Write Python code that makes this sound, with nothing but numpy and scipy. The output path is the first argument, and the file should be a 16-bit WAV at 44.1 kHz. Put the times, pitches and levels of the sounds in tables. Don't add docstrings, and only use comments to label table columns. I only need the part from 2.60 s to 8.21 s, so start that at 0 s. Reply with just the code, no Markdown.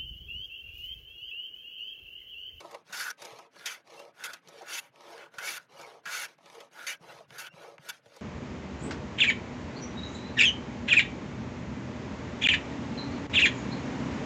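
import sys
import numpy as np
from scipy import signal
from scipy.fft import rfft, irfft, next_fast_len
from scipy.io import wavfile
from scipy.ndimage import uniform_filter1d, map_coordinates

SR = 44100
rng = np.random.default_rng(int(sys.argv[2]) if len(sys.argv) > 2 else 0)


def log_audio(samples):
    frames = np.atleast_2d(samples).T
    limited = np.clip(frames, -1, 1)
    pcm = np.round(limited * 32767).astype(np.int16)
    wavfile.write(sys.argv[1], SR, pcm)


def how_loud(loudness_db):
    steps = np.asarray(loudness_db, float) / 20
    return 10 ** steps


N = 247401

# start_s, fastest_s, skid_db, light_chatter_db
PASSES = [(-0.1, 0.085, -58, -76), (0.24, 0.368, -52, -46), (0.567, 0.621, -52, -65),
          (0.9, 1.056, -53.5, -48), (1.233, 1.367, -55.5, -68), (1.529, 1.666, -52, -44),
          (1.809, 1.958, -58, -64), (2.31, 2.52, -54.5, -60), (2.704, 2.866, -52, -44),
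          (3.074, 3.216, -54.5, -57.5), (3.427, 3.542, -50.5, -46), (3.773, 3.972, -55.5, -71),
          (4.101, 4.228, -50, -44), (4.387, 4.51, -55, -58), (4.672, 4.763, -54.5, -47.5),
          (4.909, 5.015, -56, -61), (5.187, 5.264, -53.5, -50), (5.414, 5.558, -59.5, -68)]
# centre_hz, width_hz, level_db
BLADE_MODES = [(1261, 14, -7), (1477, 96, 2.5), (1555, 17.3, -1), (1634, 55, -2.5)]
# centre_hz, width_hz, level_db
BLADE_OVERTONES = [(1778, 23, -1.5), (2034, 130, -1), (2227, 81, 1.5), (2273, 87, 2.5), (2680, 67, 0.5),
                   (2850, 98, -2), (2990, 380, -4), (3460, 210, -8)]
# centre_hz, width_hz, level_db
TABLE_MODES = [(343.2, 19.8, -5.5), (457.4, 40.6, -6), (567.4, 27.6, 0), (694, 63, -7.5), (810, 41.5, 0.5),
               (941.5, 60, -0.5), (1081, 123, -3), (1291, 34, 0.5)]
# freq_hz, density_db_per_hz
SKID_SPECTRUM = [(880, -10), (1500, -38), (1690, -5), (1840, -5.5), (2240, -1.5), (2450, -4.5),
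                 (2680, -4.5), (3520, -6.5), (6410, -10.5), (7420, -20), (10700, -17.5), (14500, -28.5),
                 (15600, -48)]


def unit(x):
    return x / np.sqrt(np.mean(np.abs(x) ** 2) + 1e-20)


def wobble(rate_hz):
    knots = rng.standard_normal(int(N * rate_hz / SR) + 4)
    return map_coordinates(knots, [np.arange(N) * rate_hz / SR])


def filtered(x, response):
    m = next_fast_len(N + 8192)
    spectrum = rfft(x, m) * response(np.fft.rfftfreq(m, 1 / SR))
    return irfft(spectrum, m)[..., :N]


def coloured(x, spectrum):
    f, db = np.transpose(spectrum)
    return filtered(x, lambda hz: unit(how_loud(np.interp(np.log(hz + 1), np.log(f + 1), db))))


def resonance(f, k, centre_hz, width_hz):
    damping = 1j * f * width_hz
    return (-1) ** k * damping / (centre_hz * centre_hz - f * f + damping)


def ringing(force, modes, shift_db, rate_hz):
    out, power = np.zeros(N), 0
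    for k, (centre_hz, width_hz, db) in enumerate(modes):
        coupling = how_loud(db + shift_db * wobble(rate_hz))
        out += filtered(force * coupling, lambda f: resonance(f, k, centre_hz, width_hz))
        power += np.mean(coupling ** 2) * np.pi * width_hz / SR
    return out / np.sqrt(power)


def struck(blows, modes):
    def response(f):
        return sum(how_loud(db) * resonance(f, k, c, w) for k, (c, w, db) in enumerate(modes))
    return filtered(blows, lambda f: unit(response(f)))


def slips(grain, clumps):
    draw = rng.random((2, N))
    sizes = how_loud(-3 * np.log(draw[1] + 0.015)) * rng.standard_normal(N)
    grains = (draw[0] < 0.02) * sizes
    return unit((rng.standard_normal(N) + grain * unit(grains)) * clumps)


def mottled(x, patchy_db):
    z = signal.stft(x, nperseg=512, noverlap=384)[2]
    field = rng.standard_normal(z.shape)
    field = uniform_filter1d(field, size=3, axis=0)
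    field = uniform_filter1d(field, size=10, axis=1)
    return unit(signal.istft(z * how_loud(patchy_db * unit(field)), nperseg=512, noverlap=384)[1][:N])


def gains(tables, lead_s=0):
    t = np.arange(N) / SR
    out = 0
    for rows in tables:
        s, *cols = np.transpose(rows)
        on = (t > s[0] - lead_s) & (t < s[-1] + lead_s)
        out = np.maximum(out, [on * np.interp(t, s, how_loud(c / 3)) ** 3 for c in cols])
    return uniform_filter1d(out, size=30, axis=1)


def arches(tops_s, pointed, levels_db):
    last_rest_s = 5.75
    starts, t = np.transpose(PASSES)[0], np.arange(N) / SR
    knots = np.append(np.transpose([starts, tops_s]).ravel(), last_rest_s)
    ramp = np.interp(t, knots, np.arange(len(knots)) % 2)
    arch = (1 - pointed) * np.sin(np.pi / 2 * ramp) + pointed * ramp
    return arch, how_loud(levels_db[:, np.searchsorted(starts, t) - 1])


def passes():
    rows = np.transpose(PASSES)
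    return arches(rows[1], 0.95, rows[2:])


def garden():
    # freq_hz, density_db_per_hz
    air = [(40, -32), (110, -5.5), (300, -0.5), (550, -23), (1500, -8.5), (3000, -16.5), (6000, -37),
           (15000, -48)]
    return how_loud(-72.5 + wobble(4.0)) * unit(coloured(rng.standard_normal(N), air))


def thuds():
    # freq_hz, density_db_per_hz
    rumble = [(18, -53.5), (30, -37.5), (43, -15), (124, 6), (167, 9), (220, -9.5), (300, -21), (390, -46),
              (660, -120)]
    # time_s, rumble_db
    lean = [(0, -70), (1.4, -75), (3.6, -70.5), (4.25, -78), (4.45, -62), (5.6, -71.5)]
    # start_s, level_db, pitch_hz, t60_s
    thumps = [(0.048, -68, 183, 0.12), (0.294, -62, 190, 0.13), (0.723, -56.5, 126, 0.1),
              (0.973, -66, 185, 0.11), (1.869, -60.5, 164, 0.11), (2.298, -64, 134, 0.1),
              (2.778, -52, 144, 0.035), (3.131, -62.5, 163, 0.14), (3.465, -55, 180, 0.053),
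              (3.839, -64.5, 175, 0.085), (4.408, -51.5, 156, 0.061), (4.71, -52, 126, 0.083),
              (4.938, -52, 155, 0.088), (5.192, -50.5, 143, 0.068), (5.463, -59, 115, 0.1)]
    lumps = how_loud(1.36 * wobble(25))
    lumps = unit(lumps * coloured(rng.standard_normal(N), rumble))
    weight = how_loud(np.interp(np.arange(N) / SR, *np.transpose(lean)))
    out = weight * passes()[0] ** 0.14 * lumps
    out, t = np.pad(out, (0, SR)), np.arange(SR // 3) / SR
    for s, db, hz, t60 in thumps:
        envelope = how_loud(db + 8.5 - 60 * t / t60) * (1 - np.exp(-t / 0.0015))
        out[round(s * SR):][:len(t)] += envelope * np.sin(2 * np.pi * hz * t)
    return out[:N]


def squeaks():
    # start_s, from_hz, to_hz, level_db, length_s
    whistles = [(1.375, 2680, 2790, -51.5, 0.048), (1.636, 2590, 2590, -43, 0.023),
                (1.815, 2300, 1850, -82, 0.027), (2.87, 2230, 2230, -39.5, 0.031),
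                (3.163, 2890, 2900, -58.5, 0.022), (3.231, 2200, 2234, -54.5, 0.041),
                (4.894, 2720, 2850, -64.5, 0.062), (3.945, 464, 456, -51.5, 0.058),
                (4.6, 700, 505, -51, 0.047), (2.009, 757, 810, -50, 0.027), (4.142, 824, 955, -58, 0.073)]
    out = np.zeros(N + SR)
    for s, from_hz, to_hz, db, length_s in whistles:
        u = np.linspace(0, 1, int(length_s * SR))
        phase = 2 * np.pi * np.cumsum(from_hz + (to_hz - from_hz) * u) / SR
        tone = np.sin(phase) + 0.16 * np.sin(2 * phase)
        out[round(s * SR):][:len(u)] += how_loud(db + 2.5) * np.sin(np.pi * u ** 0.6) * tone
    return out[:N] * how_loud(4.6 * wobble(260) + 2.0 * wobble(70))


def ticks():
    # start_s, peak_db, wood_db, t60_s
    taps = [(1.274, -42.5, -23, 0.023), (1.3026, -41, -26, 0.02), (1.341, -41, -15, 0.0074),
            (1.875, -36.5, -29, 0.0099), (2.3595, -39, -25, 0.0091), (2.4073, -39, -29, 0.019),
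            (3.8596, -38.5, -7.5, 0.019), (3.9, -36.5, -27, 0.015), (4.7059, -36, -1.5, 0.0094),
            (4.9386, -48, 3, 0.008), (5.1815, -40, 3, 0.0075)]
    crack, blows, t = np.zeros(N + SR), np.zeros(N), np.arange(SR // 20) / SR
    for s, db, wood_db, t60 in taps:
        crack[round(s * SR):][:len(t)] += how_loud(db - 8 - 60 * t / t60) * rng.standard_normal(len(t))
        blows[round(s * SR)] = how_loud(db + wood_db + 8.0)
    crack = filtered(coloured(crack[:N], SKID_SPECTRUM), lambda hz: 1 / (1 + 1j * hz / 9000) ** 2)
    ping = how_loud(1.5) * struck(blows, BLADE_MODES + BLADE_OVERTONES)
    return crack + struck(blows, TABLE_MODES) + ping


def catches():
    # start_s, peak_db, blade_ring_db, table_knock_db
    ridges = [(0.0034, -36, 4, -8), (0.045, -54.5, -2, 16.5), (0.11, -36.5, -1, -13),
              (0.1433, -41.5, 13.5, 9.5), (0.299, -54, 6, -2), (0.409, -31, -10, -28),
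              (0.502, -28, -3, -24), (0.619, -28, -4, -16), (0.6487, -30.5, -4.5, -23),
              (0.786, -38.5, 2.5, 4), (0.958, -53, 12, 6), (1.394, -35, 0, -2.5), (1.698, -40, 8, -9),
              (1.733, -26, 0.5, -21), (1.884, -35, -18, -10.5), (2.0186, -39, -3, 3), (2.7385, -55, 15, 4),
              (2.781, -51, 3, -16), (3.191, -46.5, -7, 3), (3.212, -37, -17, -7), (3.781, -55, 7, 3),
              (3.948, -42.5, 3, -10), (4.003, -34, -1, -9.5), (4.865, -49.5, 18.5, -7),
              (5.457, -58.5, 15, 7.5), (5.563, -39, -15, -7)]
    attack_s, hold_s = 0.00039, 0.009
    out, t = np.zeros((3, N + SR)), np.arange(SR // 8) / SR
    shape = (1 - np.exp(-t / attack_s)) / (1 + (t / hold_s) ** 4)
    for s, db, blade_db, knock_db in ridges:
        shares_db = np.array([[0], [blade_db], [knock_db + 6.5]])
        out[:, round(s * SR):][:, :len(t)] += how_loud(db - 14.5 + shares_db) * shape
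    return out[:, :N]


def cutting():
    # time_s, cut_depth_db, blade_flex_db
    strokes = [
        [(0.33, -46.5, -42), (0.392, -42.5, -53), (0.404, -39.5, -38), (0.51, -52.5, -39)],
        [(1.062, -36, -44.5), (1.088, -46, -50), (1.128, -47, -49), (1.186, -90.5, -70)],
        [(1.643, -38, -46), (1.666, -49, -82)],
        [(2.04, -83, -52), (2.084, -51, -46.5), (2.14, -41.5, -47.5), (2.195, -43, -45), (2.204, -67.5, -66),
         (2.27, -70, -70), (2.298, -86, -81.5)],
        [(2.57, -79, -56), (2.61, -67.5, -55), (2.69, -96, -70)],
        [(2.788, -46, -36), (2.806, -60, -48), (2.858, -42.5, -58.5), (2.88, -41, -55), (2.977, -46, -45.5)],
        [(3.46, -52, -42.5), (3.485, -51.5, -39), (3.536, -39.5, -48.5), (3.654, -46.5, -49), (3.66, -55, -63)],
        [(4.271, -40.5, -50), (4.33, -49, -46.5), (4.351, -65, -61)],
        [(4.786, -47, -43.5), (4.802, -46, -49), (4.834, -57.5, -51), (4.881, -65, -50)],
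        [(5.292, -41, -39.5), (5.304, -41, -37), (5.308, -54, -54)],
    ]
    # overtones_db, brightest_hiss_db
    seats = [(-1, 0), (4, 0), (-1.5, 0), (3, 0.5), (8, -19), (2.5, 0), (3, -1.5), (6, 2), (2.5, 5),
             (0.5, 3)]
    full_db, attack_s, brighten_db_per_s = -44, 0.0039, 31
    tear, chatter = gains(strokes, lead_s=0.0045)
    t, starts = np.arange(N) / SR, np.array([rows[0][0] for rows in strokes])
    which = np.searchsorted(starts - 0.01, t) - 1
    since_s = t - starts[which]
    overtone_db, sizzle_db = np.array(seats)[which].T
    depth = np.abs(tear) / how_loud(full_db)
    sizzle = how_loud(-9 + sizzle_db + brighten_db_per_s * np.clip(since_s, 0, 0.2)) * tear
    sizzle = sizzle * (1 - np.exp(-np.abs(since_s + 0.017) / attack_s))
    overtone = how_loud(full_db + 1.5 + overtone_db) * depth ** 0.78
    cut_drum = how_loud(full_db - 11.5) * depth ** 0.43
    return tear, sizzle, chatter, overtone, cut_drum


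def scraper():
    # freq_hz, density_db_per_hz
    hiss = [(1940, -36), (3300, -9), (3550, 3.5), (4050, -4.5), (4480, 3.5), (5290, -1.5), (6350, 2.5),
            (7800, -7.5), (10100, -39), (17200, -120)]
    # freq_hz, density_db_per_hz
    bright = [(4470, -19), (7600, -41), (8120, -8.5), (9110, -5), (9450, 5), (9920, 5.5), (10400, -3),
              (12500, 2), (14000, -12), (15600, -13.5)]
    # centre_hz, width_hz, level_db
    whisper = [(10560, 700, -1.5), (11050, 810, -1.5), (12400, 1100, -1)]
    # time_s, low_modes_db, upper_modes_db
    drumming = [(0.12, -52, -50), (0.36, -57.5, -54.5), (0.66, -49.5, -48.5), (1.08, -57, -57.5),
                (1.39, -49, -51.5), (1.65, -59.5, -55), (1.96, -55, -58), (2.52, -49, -49.5),
                (2.82, -52, -54), (3.25, -50, -49.5), (3.5, -53.5, -53.5), (3.98, -54, -52),
                (4.19, -54, -55.5), (4.51, -50, -51.5), (4.74, -57, -61), (5.06, -49, -51),
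                (5.25, -59.5, -59.5), (5.575, -58.5, -63)]
    stick_speed, rest_speed = 0.046, 0.024
    tear, sizzle, chatter, overtone, cut_drum = cutting()
    hand, (skid, light_chatter) = passes()
    crossings = np.transpose(drumming)
    lively, (low_drum, upper_drum) = arches(crossings[0], 0.87, crossings[1:])
    skid = skid * np.clip(hand - stick_speed, 1e-4, 1) ** 0.88
    light_chatter = light_chatter * (hand ** 1.96 + rest_speed)
    low_drum = low_drum * (lively + rest_speed) ** 0.93
    upper_drum = upper_drum * lively ** 0.89 + cut_drum
    bite, ring, knock = catches()
    clumps = how_loud(0.59 * wobble(140) + wobble(35))

    out = coloured(mottled(slips(0.32, clumps), patchy_db=3) * (tear + 0.63 * bite), hiss)
    sizzle = sizzle + 0.2 * bite + how_loud(-19.5) * light_chatter
    out += coloured(mottled(slips(0.33, clumps), patchy_db=-2.5) * sizzle, bright)

    slide = coloured(mottled(slips(0.59, clumps), patchy_db=4.0) * (skid + 0.35 * ring), SKID_SPECTRUM)
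    speed = np.clip(skid / how_loud(-47.0), 0, 1.3) ** 0.4
    highs = filtered(slide, lambda hz: 1 / (1 + (10500 / (hz + 1)) ** 6))
    out += slide - (1 - speed) * highs
    singing = slips(0.52, clumps) * skid * speed ** 2.5 * how_loud(-13.5)
    out += ringing(singing, whisper, shift_db=3.5, rate_hz=7.5)

    flexing = slips(0.87, clumps) * (chatter + light_chatter + 0.38 * ring)
    out += ringing(flexing, BLADE_MODES, shift_db=2.24, rate_hz=23)
    out += ringing(slips(0.55, clumps) * (overtone + 0.65 * ring), BLADE_OVERTONES, shift_db=4.0, rate_hz=32)

    low_force = slips(0.78, clumps) * (low_drum + 0.95 * knock)
    upper_force = slips(1.01, clumps) * (upper_drum + 0.93 * knock)
    drum = ringing(low_force, TABLE_MODES[:4], shift_db=2.5, rate_hz=20)
    drum += ringing(upper_force, TABLE_MODES[4:], shift_db=1.5, rate_hz=22)
    radiated = lambda hz: 1j * hz / (200 + 1j * hz) / (1 + 1j * hz / 1800) ** 2
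    return out + how_loud(0.5) * filtered(drum, radiated)


def scene():
    near = scraper() + squeaks() + ticks()
    bounce = how_loud(-17.5) * np.pad(near, (190, 0))[:N]
    return (near + bounce + thuds() + garden())[None]


def band_limit(x):
    return signal.sosfilt(signal.butter(12, 15800, fs=SR, output="sos"), x)


def record(dry):
    band = lambda hz: (1j * hz / (72 + 1j * hz)) ** 4 * (hz < 15800)
    return band_limit(filtered(dry, band))


dry = scene()
out = record(dry)
log_audio(out)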